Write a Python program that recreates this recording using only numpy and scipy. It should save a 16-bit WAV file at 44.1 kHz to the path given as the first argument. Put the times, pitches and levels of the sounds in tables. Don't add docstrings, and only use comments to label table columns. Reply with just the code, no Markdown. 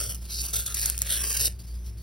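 import sys
import numpy as np
from scipy import signal
from scipy.fft import rfft, irfft
from scipy.io import wavfile
from scipy.ndimage import map_coordinates

SR = 44100
rng = np.random.default_rng(int(sys.argv[2]) if len(sys.argv) > 2 else 0)


def waveform_to_disk(signal):
    frames = np.transpose(np.atleast_2d(signal))
    scaled = np.clip(frames, -1, 1) * 32767
    samples = np.round(scaled).astype(np.int16)
    wavfile.write(sys.argv[1], SR, samples)


N = 89258
T = np.arange(N) / SR
FFT_SIZE = 131072
FREQS = np.arange(FFT_SIZE // 2 + 1) * SR / FFT_SIZE
OPPOSITE = np.array([[1], [-1]])


def undb(db):
    return 10 ** (np.asarray(db) / 20)


def shape_db(points):
    hz, db = np.array(points, float).T
    return np.interp(np.log(FREQS + 1), np.log(hz), db)


def bell(hz, width_hz):
    return np.exp(-((FREQS - hz) / width_hz) ** 2)


def colour(x, db):
    gain = undb(db)
    gain = gain / np.sqrt(np.mean(gain ** 2))
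    cepstrum = irfft(np.log(gain + 1e-9))
    cepstrum[1:FFT_SIZE // 2] *= 2
    cepstrum[FFT_SIZE // 2 + 1:] = 0
    response = np.exp(rfft(cepstrum))
    return irfft(rfft(x, FFT_SIZE) * response)[..., :N]


def walk(rate):
    wander = np.interp(T * rate, np.arange(N), rng.standard_normal(N))
    return wander / wander.std()


def cells(rate, spread_db, scatter_db=-13):
    size = undb(spread_db * np.minimum(rng.exponential(size=(3, N)), 6))
    struck = rng.random((3, N)) < rate / SR
    clicks = struck * size * rng.choice([-1, 1], (3, N))
    both_sides = clicks[0] + undb(scatter_db) * clicks[1:]
    return both_sides / both_sides.std()


def hum():
    fundamental_hz, waver_db, waver_cycles = 59.0, 0.55, 0.0067
    # multiple of the fundamental, level before the waver in dB.
    partials = [(1, -36.5), (2, -55), (3, -57), (4, -71.5)]
    phase = 2 * np.pi * (fundamental_hz * T + waver_cycles * walk(5.5))
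    out = 0
    for multiple, db in partials:
        level = np.sqrt(2) * undb(db + waver_db * walk(8.77))
        out = out + level * np.sin(multiple * phase + 2 * np.pi * rng.random())
    return out


def air():
    level_db, side_db = -43, -16.5
    # frequency in Hz, relative level in dB.
    air_shape = [(20, -12), (40, -5.5), (60, 17.5), (80, -3.5), (108, 6), (135, -7.5), (200, -5.5),
                 (270, -21), (340, -11.5), (500, -22), (1000, -31), (2500, -32), (6000, -60), (16000, -41)]
    mid, side = colour(rng.standard_normal((2, N)), shape_db(air_shape))
    return undb(level_db) * (mid + undb(side_db) * side * OPPOSITE)


def ripple(x):
    depth_db, spacing_hz, spacing_s = 2.9, 140, 0.08
    hz, t, bands = signal.stft(x, SR, nperseg=512)
    place = np.meshgrid(hz / spacing_hz, t / spacing_s, indexing="ij")
    field = map_coordinates(rng.standard_normal(bands.shape[1:]), place, order=1)
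    gain = undb(depth_db * field / field.std())
    gain = gain / np.sqrt(np.mean(gain ** 2))
    return signal.istft(bands * gain, SR)[1][:, :N]


def cuts():
    # time in seconds, hiss level in dB before the cut's gain,
    # crunch relative to hiss in dB before the common crunch lift.
    cut_1 = [(0.0, -26.5, -15), (0.029, -31.0, -16), (0.077, -31.5, -19), (0.085, -38.0, -17),
             (0.097, -29.5, -19), (0.145, -43.5, -13), (0.153, -38.0, -18), (0.17, -50.0, -11)]
    cut_2 = [(0.285, -51.0, -10), (0.305, -40, -15), (0.322, -33, -20), (0.37, -32.5, -22),
             (0.41, -33, -23)]
    cut_3 = [(0.41, -31.5, -22), (0.426, -33.5, -19), (0.466, -28.0, -19), (0.478, -41.0, -12),
             (0.486, -31.5, -19), (0.502, -37.0, -19), (0.525, -39.5, -15)]
    cut_4 = [(0.525, -43.0, -13), (0.534, -26.5, -22), (0.57, -26, -22), (0.574, -30.0, -18),
             (0.594, -25.5, -20), (0.622, -32.0, -17), (0.626, -37.5, -15), (0.646, -37.0, -18),
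             (0.65, -44.5, -12), (0.665, -26.5, -21), (0.677, -28.0, -19), (0.685, -37, -14),
             (0.725, -31.5, -17), (0.737, -42, -12)]
    cut_5 = [(0.737, -45.0, -10), (0.769, -30.0, -16), (0.821, -30.5, -17), (0.829, -25.0, -14),
             (0.845, -32.0, -13), (0.885, -29.5, -13), (0.969, -41.5, -13), (0.985, -49.5, -11),
             (1.0, -40.5, -18)]
    cut_6 = [(1.0, -43, -15), (1.017, -37.0, -15), (1.033, -42, -9), (1.061, -38.0, -12),
             (1.073, -32.0, -15), (1.085, -34.5, -13), (1.1, -25.5, -15), (1.125, -24, -14),
             (1.17, -27, -14)]
    cut_6_end = [(1.17, -27, -12), (1.2, -28.5, -12), (1.222, -28.5, -12), (1.23, -32, -12)]
    cut_7 = [(1.23, -35.0, -11), (1.238, -27.0, -14), (1.33, -28.0, -17), (1.334, -31.0, -13),
             (1.346, -24.5, -18), (1.366, -31.5, -13), (1.374, -21.0, -20), (1.387, -32.5, -15)]
    cut_8 = [(1.387, -32.0, -17), (1.4, -24, -20), (1.428, -25, -20), (1.438, -23, -20), (1.451, -28, -17),
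             (1.458, -22.0, -21), (1.469, -21, -22), (1.48, -27, -15), (1.488, -40.5, -14),
             (1.54, -56.0, -12)]
    # frequency in Hz, height in dB, width in Hz.
    grip_1 = [(520, 8, 250), (1300, 6, 180), (1650, -6, 100), (3150, 3.5, 350), (3950, -12, 250),
              (4850, -5, 150), (5800, 4, 700)]
    grip_2 = [(1950, -8, 200), (2550, 3, 300), (3420, -14, 200), (4940, 8.5, 2100)]
    grip_3 = [(1780, -10, 170), (3650, 0.5, 550), (11730, 2, 770)]
    grip_4 = [(1340, 8, 100), (3520, 2.5, 680), (4830, -3.5, 720)]
    grip_5 = [(616, -3, 190), (2550, 1.5, 180), (3960, -2, 91), (4540, 2.5, 890)]
    grip_6 = [(880, -5, 120), (2900, 3, 900), (3800, 4, 200), (4270, 8, 170), (4620, -13, 130)]
    grip_6_end = [(890, -12, 44), (3200, 3.5, 600), (4650, -15, 390)]
    grip_7 = [(1400, -7, 150), (2550, 3, 300), (3430, -17, 130), (4250, -5, 250), (8700, 3, 930)]
    grip_8 = [(1330, -6, 400), (2080, -3, 130), (3320, -20, 170), (3750, 3, 200), (5500, 2, 950)]
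    # course, hollows, gain in dB, spectral tilt in dB per octave.
    strokes = [
        (cut_1, grip_1, 0.33, -0.16),
        (cut_2, grip_2, 0, -0.24),
        (cut_3, grip_3, 0, 0),
        (cut_4, grip_4, 0, 0),
        (cut_5, grip_5, 0, 0),
        (cut_6, grip_6, 0.12, -0.057),
        (cut_6_end, grip_6_end, 0, 0.018),
        (cut_7, grip_7, 0.57, 0),
        (cut_8, grip_8, 0.24, -0.24),
    ]
    # frequency in Hz, relative level in dB.
    hiss_shape = [(700, -79), (2000, -27.5), (2800, -15), (3800, -4), (4700, -2), (5500, 0), (6400, -1),
                  (7600, -4.5), (8300, 8.5), (9400, -2.5), (10800, 2.5), (12500, 1), (16000, -8)]
    crunch_shape = [(120, -24), (250, -7), (380, -2.5), (600, -2.5), (900, -9), (1200, -4.5), (1650, 2),
                    (2080, -3.5), (2500, -1), (3200, 0), (5000, -26), (9000, -99)]
    crunch_lift_db, blend_s = 1.5, 0.002

    judder = undb(1.3 * walk(160) + 1.5 * walk(600))
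    judder = judder / np.sqrt(np.mean(judder ** 2))
    fine = judder * cells(rate=11000, spread_db=3.1)
    lumps = undb(1.1 * walk(80))
    coarse = judder * lumps * cells(rate=2200, spread_db=2.4, scatter_db=-8.5)
    octaves = np.log2(np.maximum(FREQS, 2000) / 7000)
    out = 0
    for course, hollows, gain_db, tilt_db in strokes:
        t, db, crunch_db = np.array(course).T
        contact = np.clip(np.minimum(T - t[0], t[-1] - T) / blend_s + 0.5, 0, 1)
        force = contact * undb(np.interp(T, t, db) + gain_db)
        bite = force * undb(crunch_lift_db + np.interp(T, t, crunch_db))
        grip = tilt_db * octaves
        for hz, peak_db, width_hz in hollows:
            grip = grip + peak_db * bell(hz, width_hz)
        out = out + colour(fine * force, shape_db(hiss_shape) + grip)
        out = out + colour(coarse * bite, shape_db(crunch_shape) + grip)
    return ripple(out)


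def bumps():
    half_width_s = 0.031
    # middle in seconds, envelope peak in dB, frequency in Hz.
    thuds = [(0.08, -40, 100), (0.56, -43, 108), (0.88, -42, 112), (1.04, -39, 104), (1.43, -43, 112),
             (1.55, -44, 95), (1.95, -44, 108)]
    out = 0
    for middle, db, hz in thuds:
        age = T - middle
        envelope = undb(db) * np.exp(-(age / half_width_s) ** 2)
        out = out + envelope * np.sin(2 * np.pi * (hz * age + rng.random()))
    return out


def snaps():
    # start in seconds, energy of the crack in dB, energy of the crumbs in dB,
    # time for the crumbs to swell in seconds.
    flakes = [ (0.1465, -16, -11, .001), (0.5056, -22, -12, .0015), (0.534, -20, -7, .002),
              (0.6615, -18, -4, .0015), (0.7425, -26, 1.5, .003), (0.7885, -10, -12, .0005),
              (0.7958, -5, -8, .0005), (0.8151, -5, -6, .0005), (0.8585, 2.5, 3.5, .0011),
              (0.8994, -.5, .5, .0005), (0.9788, -5, -6, .0004), (0.9897, -9, -10, .0005),
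              (1.0189, 1, 2, .0004), (1.0240, -22, -9, .0009), (1.067, -13, -11, .0006),
              (1.328, -8, -7, .0007), (1.411, -4, -6, .001), ]
    # frequency in Hz, relative level in dB.
    snap_shape = [(200, -18), (1000, -11), (2500, -6.5), (4000, -3), (5600, 5.5), (6800, 10), (8000, 10.5),
                  (10500, 9.5), (13000, 7.5), (16000, 2)]
    crumbs = cells(rate=20000, spread_db=1.5, scatter_db=0)
    out = np.zeros((2, N))
    for start, crack_db, crumble_db, crumble_s in flakes:
        i = int(start * SR)
        age = T[:N - i] / crumble_s
        burst = crumbs[:, i:] * age * np.exp(-age)
        burst = burst / np.linalg.norm(burst, axis=1, keepdims=True)
        out[:, i:] += undb(crumble_db) * burst
        out[:, i] += undb(crack_db)
    return colour(out, shape_db(snap_shape))


def rubs():
    attack_s, release_s, sag_db_per_s = 0.01, 0.015, 57
    ring_db, ring_width_hz = 9, 220
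    # start in seconds, length in seconds, level before the sag in dB, resonance in Hz.
    strokes = [(0.16, 0.07, -50, 5200), (0.213, 0.052, -48, 7900), (0.244, 0.084, -47, 4400),
               (1.532, 0.055, -56, 4730), (1.584, 0.049, -47.5, 4730), (1.631, 0.035, -51, 5150),
               (1.665, 0.071, -49.5, 4640), (1.731, 0.052, -52, 4940), (1.773, 0.091, -55, 5900),
               (1.842, 0.032, -55, 5740), (1.859, 0.049, -47.5, 5530), (1.904, 0.083, -57.5, 5440),
               (1.969, 0.085, -53.5, 4470)]
    # frequency in Hz, relative level in dB.
    rub_shape = [(500, -1.5), (2200, -4), (3000, 1), (4100, 3.5), (5000, 5), (6500, 4.5), (7600, 4),
                 (10000, 5.5), (13000, 5.5), (16000, -0.5)]
    grain = cells(rate=7700, spread_db=-2.0) * undb(1.0 * walk(240))
    out = 0
    for start, length, db, hz in strokes:
        age = T - start
        attack = np.clip(age / attack_s, 0, 1)
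        release = np.clip((length - age) / release_s + 0.25, 0, 1)
        force = attack * release * undb(db - sag_db_per_s * np.maximum(age, 0))
        out = out + colour(grain * force, shape_db(rub_shape) + ring_db * bell(hz, ring_width_hz))
    return out


def space(x):
    t60_s, room_db = 0.1, -16
    # frequency in Hz, lead in radians.
    stereo_phase = [(0, 0), (5100, .05), (5800, .9), (6700, 3.1), (8200, 3.2), (9700, 6.2), (11300, 6.3),
                    (12600, 9.3), (14700, 9.5), (15400, 12.4)]
    lead = np.interp(FREQS, *np.array(stereo_phase).T)
    shift = np.exp(0.5j * lead * OPPOSITE)
    direct = irfft(rfft(x, FFT_SIZE) * shift)[:, :N]
    tail = rng.standard_normal((2, N)) * np.exp(-np.log(1000) * T / t60_s)
    tail = tail / np.linalg.norm(tail, axis=1, keepdims=True)
    return direct + undb(room_db) * signal.fftconvolve(x, tail, axes=1)[:, :N]


def scene():
    foam = cuts() + snaps() + rubs()
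    return space(foam) + bumps() + hum() + air()


def record(dry):
    lowpass = signal.ellip(10, 0.2, 70, 15800, fs=SR, output="sos")
    return signal.sosfilt(lowpass, dry)


dry = scene()
out = record(dry)
waveform_to_disk(out)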